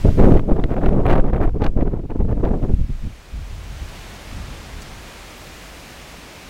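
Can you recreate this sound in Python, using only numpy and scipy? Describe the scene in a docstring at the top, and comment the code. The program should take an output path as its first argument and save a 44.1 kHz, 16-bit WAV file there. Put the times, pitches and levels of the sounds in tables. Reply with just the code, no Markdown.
"""Storm gust in a back yard

For three seconds wind beats straight on the microphone: deep pressure lumps, a flutter of small eddies,
a rough crackle, short rips and hard thumps, with the peaks overloaded. Noise bands make the eddies,
driven by one shared list of gusts; noise bursts make the rips and smooth pressure dips the thumps.
As the buffeting lets go, the rush of thrashing trees comes up: coloured noise with ticking leaf impulses."""
import sys
import numpy as np
from scipy import signal
from scipy.fft import rfft, irfft, next_fast_len
from scipy.io import wavfile
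from scipy.ndimage import uniform_filter1d, map_coordinates

SR = 44100
rng = np.random.default_rng(int(sys.argv[2]) if len(sys.argv) > 2 else 0)


def inscribe(sig):
    """Save sig as 16-bit PCM at rate SR to the path in sys.argv[1].

    A 1-D sig is mono; a 2-D sig holds one channel per row.
    Samples are clipped to [-1, 1] before scaling.
    """
    pcm = np.round(np.clip(np.atleast_2d(sig).T, -1, 1) * 32767)
    wavfile.write(sys.argv[1], SR, pcm.astype(np.int16))


N = 286209
TIME = np.arange(N) / SR

# The stream of air between the gusts; faster air sheds smaller eddies and so reaches higher:
# (time [s], relative level [dB], reach [Hz])
AIR_STREAM = [(0.0, -24.5, 110), (0.2, -13.5, 303), (0.44, -20, 324), (0.8, -21.5, 447), (1.15, -17, 724),
              (1.53, -21.5, 70), (1.73, -23, 200), (1.85, -17, 400), (2.07, -30.5, 200), (2.25, -17, 282),
              (2.6, -21.5, 345), (2.95, -23, 70), (3.24, -44, 110), (3.45, -28, 90), (4.2, -38, 108),
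              (4.6, -33.5, 120), (5.3, -43.5, 70), (6.49, -45, 85)]
# Gusts that hit the microphone: (start [s], length [s], relative level [dB], reach [Hz])
GUST_HITS = [(0.05, 0.044, -8, 340), (0.185, 0.18, -6.5, 514), (0.486, 0.042, -11.5, 493),
             (0.564, 0.038, -18, 674), (0.628, 0.012, -17.5, 450), (0.697, 0.035, -19.5, 760),
             (0.769, 0.01, -14.5, 830), (0.817, 0.079, -15, 720), (0.921, 0.088, -13.5, 420),
             (1.055, 0.14, -14, 900), (1.243, 0.056, -22.5, 820), (1.33, 0.056, -18, 770),
             (1.405, 0.05, -16.5, 805), (1.479, 0.0069, -18, 756), (1.546, 0.033, -19.5, 420),
             (1.607, 0.067, -17, 756), (1.771, 0.06, -17, 510), (1.862, 0.011, -21, 830),
             (1.919, 0.075, -22.5, 523), (2.038, 0.0089, -24.5, 460), (2.104, 0.0091, -21, 820),
             (2.151, 0.014, -21.5, 480), (2.193, 0.026, -18.5, 467), (2.286, 0.043, -23.5, 656),
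             (2.371, 0.039, -27.5, 630), (2.435, 0.049, -16.5, 680), (2.509, 0.043, -17.5, 547),
             (2.628, 0.021, -17, 524), (2.685, 0.024, -14.5, 312), (2.793, 0.022, -15, 149),
             (2.894, 0.008, -17.5, 140), (3.036, 0.039, -19.5, 155), (3.338, 0.051, -24.5, 115),
             (3.51, 0.033, -30, 86), (3.7, 0.038, -30, 85), (3.818, 0.015, -25, 115),
             (4.328, 0.11, -27, 151), (4.486, 0.034, -27.5, 125), (4.74, 0.03, -30, 85),
             (4.896, 0.03, -36, 70)]
# Heavy rumble gives way to light puffs between these two times: (start [s], end [s])
SLACKENING = [2.95, 3.25]
# The hardest rips of air across the microphone port:
# (time [s], relative level [dB], length [s], lowpass corner [Hz])
AIR_RIPS = [(0.193, -30, 0.014, 2200), (0.24, -27, 0.034, 1580), (0.375, -30.5, 0.012, 2500),
            (0.395, -25, 0.0037, 2120), (0.64, -24, 0.0025, 2930), (0.739, -33, 0.01, 1700),
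            (0.86, -26.5, 0.0095, 2740), (1.11, -23.5, 0.048, 2700), (1.336, -29.5, 0.0073, 2230),
            (1.432, -30.5, 0.024, 2010), (1.623, -31.5, 0.008, 4250), (1.641, -26.5, 0.009, 4400),
            (1.665, -26.5, 0.011, 3360), (1.811, -33, 0.0087, 2500), (2.209, -34.5, 0.0079, 1910),
            (2.314, -36, 0.0087, 1300), (2.452, -30, 0.0045, 2940), (2.541, -37.5, 0.01, 1510),
            (2.645, -42, 0.0065, 2300)]
# Single hard thumps of air: (time [s], relative level [dB], rise [s], fall [s])
AIR_SHOVES = [(.09, 2.5, 0.0013, 0.0026), (.345, 3, 0.0014, 0.0042), (.53, -7, 0.0057, 0.013),
              (.644, -6, .0006, .005), (.887, -4.5, 0.0027, 0.0031), (1.122, -2, 0.0019, 0.011),
              (1.203, -4.5, 0.0042, 0.014), (1.334, -3.5, 0.00042, 0.0039), (1.463, -3.5, 0.005, 0.0053),
              (1.686, -6.5, 0.004, 0.0085), (1.767, -4.5, 0.00083, 0.0016), (2.226, -5, .003, 0.0065),
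              (2.74, -2, 0.0011, 0.004)]
# The rush of the trees sinks under the buffeting and comes back:
# (time [s], relative level [dB], extra hiss of the nearest leaves [dB])
TREE_RUSH = [(0, -39.5, -2.5), (.35, -48.5, 6), (.42, -55.5, 3), (.9, -55, 2.5), (1.35, -59.5, 4.5),
             (2.03, -60.5, 3), (2.7, -52.5, 0.5), (3.0, -47, -3), (3.4, -44, -2.5), (3.95, -38.5, -1.5),
             (4.5, -38, -6.5), (5.4, -39, 1.5), (6.49, -39, -1.5)]
# A nearby spray of leaves swishes: (time [s], level [dB], length [s], lowpass corner [Hz])
LEAF_SWISHES = [(4.82, -41.5, 0.013, 11000)]

# Spectra of the eddies, large to small: (frequency [Hz], relative density [dB per Hz])
HEAVY_RUMBLE_SPECTRUM = [(12, 7.5), (24, 6), (45, 1), (85, -10), (130, -12.5), (200, -27), (300, -44),
                         (800, -88)]
LIGHT_PUFF_SPECTRUM = [(18, -1.5), (45, 7), (85, 1.5), (125, -11), (180, -23.5), (300, -37), (600, -67)]
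LOW_FLUTTER_SPECTRUM = [(50, -20), (105, -1), (150, 0), (220, -3), (300, -10.5), (480, -32), (1500, -98)]
UPPER_FLUTTER_SPECTRUM = [(150, -21), (280, 0.5), (430, -1), (600, -8), (850, -24.5), (1400, -39),
                          (4000, -63)]
FINE_FLUTTER_SPECTRUM = [(400, -7.5), (700, 6), (1000, -3.5), (1400, -19), (2500, -33.5), (5000, -53.5)]
CRACKLE_SPECTRUM = [(700, -6), (1200, 6), (2200, -7), (3500, -19.5), (6000, -38), (15000, -38)]
# Spectra of the far crowns and the near leaves: (frequency [Hz], relative density [dB per Hz])
TREE_SPECTRUM = [(24, -34), (40, 10), (71, 5.5), (103, 1.5), (129, 6.5), (192, 2.5), (287, 2), (325, 2),
                 (427, -0.5), (670, -0.5), (949, -3), (1020, -3), (2570, -6), (6810, -14.5), (15500, -29.5)]
LEAF_SPECTRUM = [(1100, -20), (2300, 6), (3600, -4), (7500, -6.5), (11000, -9.5), (16000, -10)]

# the five sizes of eddy, by the pitch at which they sound
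RUMBLE_HZ, LOW_HZ, UPPER_HZ, FINE_HZ, CRACKLE_HZ = 45, 162, 396, 755, 1583
# every gust jumps up, sags from its onset and lets go; attack and release are as given at PACE_HZ reach
ATTACK_DB_PER_S, SAG_DB_PER_S, RELEASE_DB_PER_S = 1149, 6, 543
PACE_HZ, PACE_FOLLOWS = 500, 0.35   # gusts of lower reach come and go more gently, by this power law
REACH_FOLLOWS = 0.26   # share of a gust's fall in level by which its reach falls too
REACH_STEEPNESS = 5.37   # power law by which eddies beyond the reach die out
SMALL_EDDY_TILT = 0.16   # within the reach, the air favours its smaller eddies by this power law
LULL_DB, LULL_LEAD_S, LULL_WIDTH_S = 3, .02, 0.0089   # the stream lifts off the port just before each gust
BURST_LEAN = 1.14   # a burst rises this much faster, and falls this much slower, than an even swell
OVERLOAD = 0.805   # clipping amplitude
CUTOFF_HZ = 15850


def buffeting(churn_db, rip_db):
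    """Wind on the microphone: eddies of all sizes share one churning flow, and the fastest air rips."""
    churn = churn_db * drift(rate=120)
    large = rumble(level_db=1.0, slack_db=-1.5, lurch_db=1.0, churn=churn)
    small = flutter(low_db=-7.0, upper_db=-6.5, fine_db=-10.0, churn=churn)
    rough = crackle(level_db=-4.5, grain_db=7.0, churn=churn)
    return large + small + rough + rips(rip_db) + shoves(gain_db=1.0)


def rumble(level_db, slack_db, lurch_db, churn):
    """Large eddies: deep, heavy and lurching in the gust, lighter puffs once it has passed."""
    slack = np.interp(TIME, SLACKENING, [0, 1])
    heavy = from_db(level_db) * turbulence(HEAVY_RUMBLE_SPECTRUM, churn / 2, span_s=0.059)
    light = from_db(slack_db) * turbulence(LIGHT_PUFF_SPECTRUM, churn / 2, span_s=0.029)
    lurch = from_db(lurch_db * drift(rate=25))
    # equal-power crossfade
    mixed = np.sqrt(1 - slack) * heavy + np.sqrt(slack) * light
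    return air(RUMBLE_HZ) * lurch * mixed


def flutter(low_db, upper_db, fine_db, churn):
    """Small eddies shed at the port; the smaller they are, the deeper they drop in a lull."""
    medium = from_db(low_db) * air(LOW_HZ) * turbulence(LOW_FLUTTER_SPECTRUM, churn, span_s=0.042)
    small = from_db(upper_db) * air(UPPER_HZ) * turbulence(UPPER_FLUTTER_SPECTRUM, churn, span_s=0.055)
    finest = from_db(fine_db) * air(FINE_HZ) * turbulence(FINE_FLUTTER_SPECTRUM, churn, span_s=0.024)
    return medium + small + finest


def crackle(level_db, grain_db, churn):
    """The fastest air breaks up into a rough crackle."""
    grain = churn + grain_db * drift(rate=470)
    return from_db(level_db) * air(CRACKLE_HZ) * turbulence(CRACKLE_SPECTRUM, grain, span_s=0.022)


def rips(gain_db):
    """Fast air tears across the port in short, grainy bursts of noise."""
    return from_db(gain_db) * bursts(AIR_RIPS, low_hz=480, edge=2.26, grain_db=5.0, fizz_db=-48.5)


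def shoves(gain_db):
    """A big eddy hits the port: the pressure drops and then relaxes."""
    out = np.zeros(N)
    for s, db, rise, fall in AIR_SHOVES:
        near = slice(max(int((s - .05) * SR), 0), int((s + .05) * SR))
        t = TIME[near] - s
        width = np.where(t < 0, rise, fall)
        out[near] -= from_db(db) * np.exp(-(t / width) ** 2 / 2)
    return from_db(gain_db) * out


def air(eddy_hz):
    """Strength of the eddies of one size: the stream and all gusts feed them, as far as their reach allows."""
    t = TIME[::32]   # coarse steps are enough for an envelope
    at, flow_db, flow_hz = np.transpose(AIR_STREAM)
    lull = 0
    for start, *_ in GUST_HITS:
        lull = lull + LULL_DB * np.exp(-((t - start + LULL_LEAD_S) / LULL_WIDTH_S) ** 2 / 2)
    stream_db = np.interp(t, at, flow_db)
    stream_hz = np.exp(np.interp(t, at, np.log(flow_hz)))
    feeds = [(stream_db, stream_hz, lull)]
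    for start, length, db, reach_hz in GUST_HITS:
        age = t - start
        pace = (reach_hz / PACE_HZ) ** PACE_FOLLOWS
        attack = ATTACK_DB_PER_S * np.maximum(-age, 0)
        release = RELEASE_DB_PER_S * np.maximum(age - length, 0)
        sag = SAG_DB_PER_S * np.maximum(age, 0)
        fall = np.minimum(pace * (attack + release) + sag, 90)
        feeds.append((db, reach_hz, fall))
    power = 0
    for db, reach_hz, fall in feeds:
        ratio = eddy_hz / (reach_hz * from_db(-REACH_FOLLOWS * fall))
        share = ratio ** SMALL_EDDY_TILT / (1 + ratio ** REACH_STEEPNESS)
        power = power + from_db(db - fall) ** 2 * share
    return np.interp(TIME, t, np.sqrt(power))


def turbulence(colour, churn_db, span_s):
    """Air pressure that comes in clumps, as eddies pass one after another."""
    churned = rng.standard_normal(N) * from_db(churn_db)
    return evened(coloured(churned, colour), span_s)


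def trees(far_db, near_db):
    """Far crowns merge into a smooth rush; nearer leaves add a fine grain."""
    level, hiss = in_time(TREE_RUSH)
    far = from_db(far_db) * coloured(rng.standard_normal(N), TREE_SPECTRUM)
    near = from_db(near_db + hiss) * leaves(per_s=4600, spread_db=1.0)
    swish = bursts(LEAF_SWISHES, low_hz=5500, edge=1.5, grain_db=3.0, fizz_db=-15)
    return from_db(level) * (far + near) + swish


def leaves(per_s, spread_db):
    """Countless leaves slap each other at random moments, a few harder than the rest."""
    strength = from_db(spread_db * np.minimum(rng.exponential(1, N), 5))
    slaps = strength * rng.choice([-1, 1], N)
    struck = rng.random(N) < per_s / SR
    return coloured(slaps * struck, LEAF_SPECTRUM)


def bursts(rows, low_hz, edge, grain_db, fizz_db):
    """Short grainy swells of noise, each with its own length and brightness, and a thin fizz on top."""
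    out = np.zeros(N)
    white = rng.standard_normal(N) * from_db(grain_db * drift(rate=420))
    body = signal.butter(2, low_hz, "high", fs=SR, output="sos")
    slope = signal.butter(1, low_hz, fs=SR, output="sos")
    for s, db, length, corner_hz in rows:
        near = slice(max(int((s - 2 * length) * SR), 0), int((s + 2 * length) * SR))
        top = signal.butter(3, min(corner_hz, .45 * SR), fs=SR, output="sos")
        t = (TIME[near] - s) / length
        lean = np.where(t < 0, BURST_LEAN, 1 / BURST_LEAN)
        swell = np.exp(-np.abs(2 * t * lean) ** edge / 2)
        grain = signal.sosfilt(np.vstack([body, top, slope]), white[near])
        noise = swell * (grain + from_db(fizz_db) * white[near])
        loudness = np.sqrt(np.sum(noise ** 2) / (length * SR) + 1e-20)
        out[near] += from_db(db) * noise / loudness
    return out


def coloured(x, colour):
    """Give a signal a spectrum that falls away beyond its end points; rms 1."""
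    hz, db = np.transpose(colour)
    size = next_fast_len(N)
    f = np.maximum(np.fft.rfftfreq(size, 1 / SR), 1)
    skirts = np.minimum(f / hz[0], 1) ** 2 * np.minimum(hz[-1] / f, 1) ** 2
    gain = from_db(np.interp(np.log(f), np.log(hz), db)) * skirts
    return rms_one(irfft(rfft(x, size) * gain, size)[:N])


def evened(x, span_s):
    """Hold the power of a noise steady over a span, keeping its finer lumps."""
    size = max(int(span_s * SR), 2)
    power = uniform_filter1d(uniform_filter1d(x ** 2, size), size)
    return x / np.sqrt(np.maximum(power, 1e-9))


def drift(rate):
    """Smooth chance of spread 1 that takes a new value `rate` times a second."""
    knots = rng.standard_normal(8192)
    curve = map_coordinates(knots, [TIME[::16] * rate], order=3, mode="wrap")
    return rms_one(curve).repeat(16)[:N]


def in_time(rows):
    """Each column of a curve, at every sample."""
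    s, *columns = np.transpose(rows)
    return [np.interp(TIME, s, c) for c in columns]


def from_db(db):
    """Decibels to gain."""
    return 10 ** (np.asarray(db) / 20)


def rms_one(x):
    """Scale to unit power."""
    return x / np.sqrt(np.mean(x ** 2) + 1e-20)


def scene():
    """Wind on the microphone in front of the trees."""
    wind = buffeting(churn_db=3.0, rip_db=-1.5)
    rush = trees(far_db=-0.5, near_db=-11.0)
    return (wind + rush)[None]


def record(dry):
    """The strongest pressure peaks are cut flat and sag through the bass cut; the top is cut."""
    clipped = np.clip(dry, -OVERLOAD, OVERLOAD)
    bass_cut = signal.butter(1, 2, "high", fs=SR, output="sos")
    top_cut = signal.ellip(12, .1, 80, CUTOFF_HZ, fs=SR, output="sos")
    return signal.sosfilt(top_cut, signal.sosfilt(bass_cut, clipped))


dry = scene()
out = record(dry)
inscribe(out)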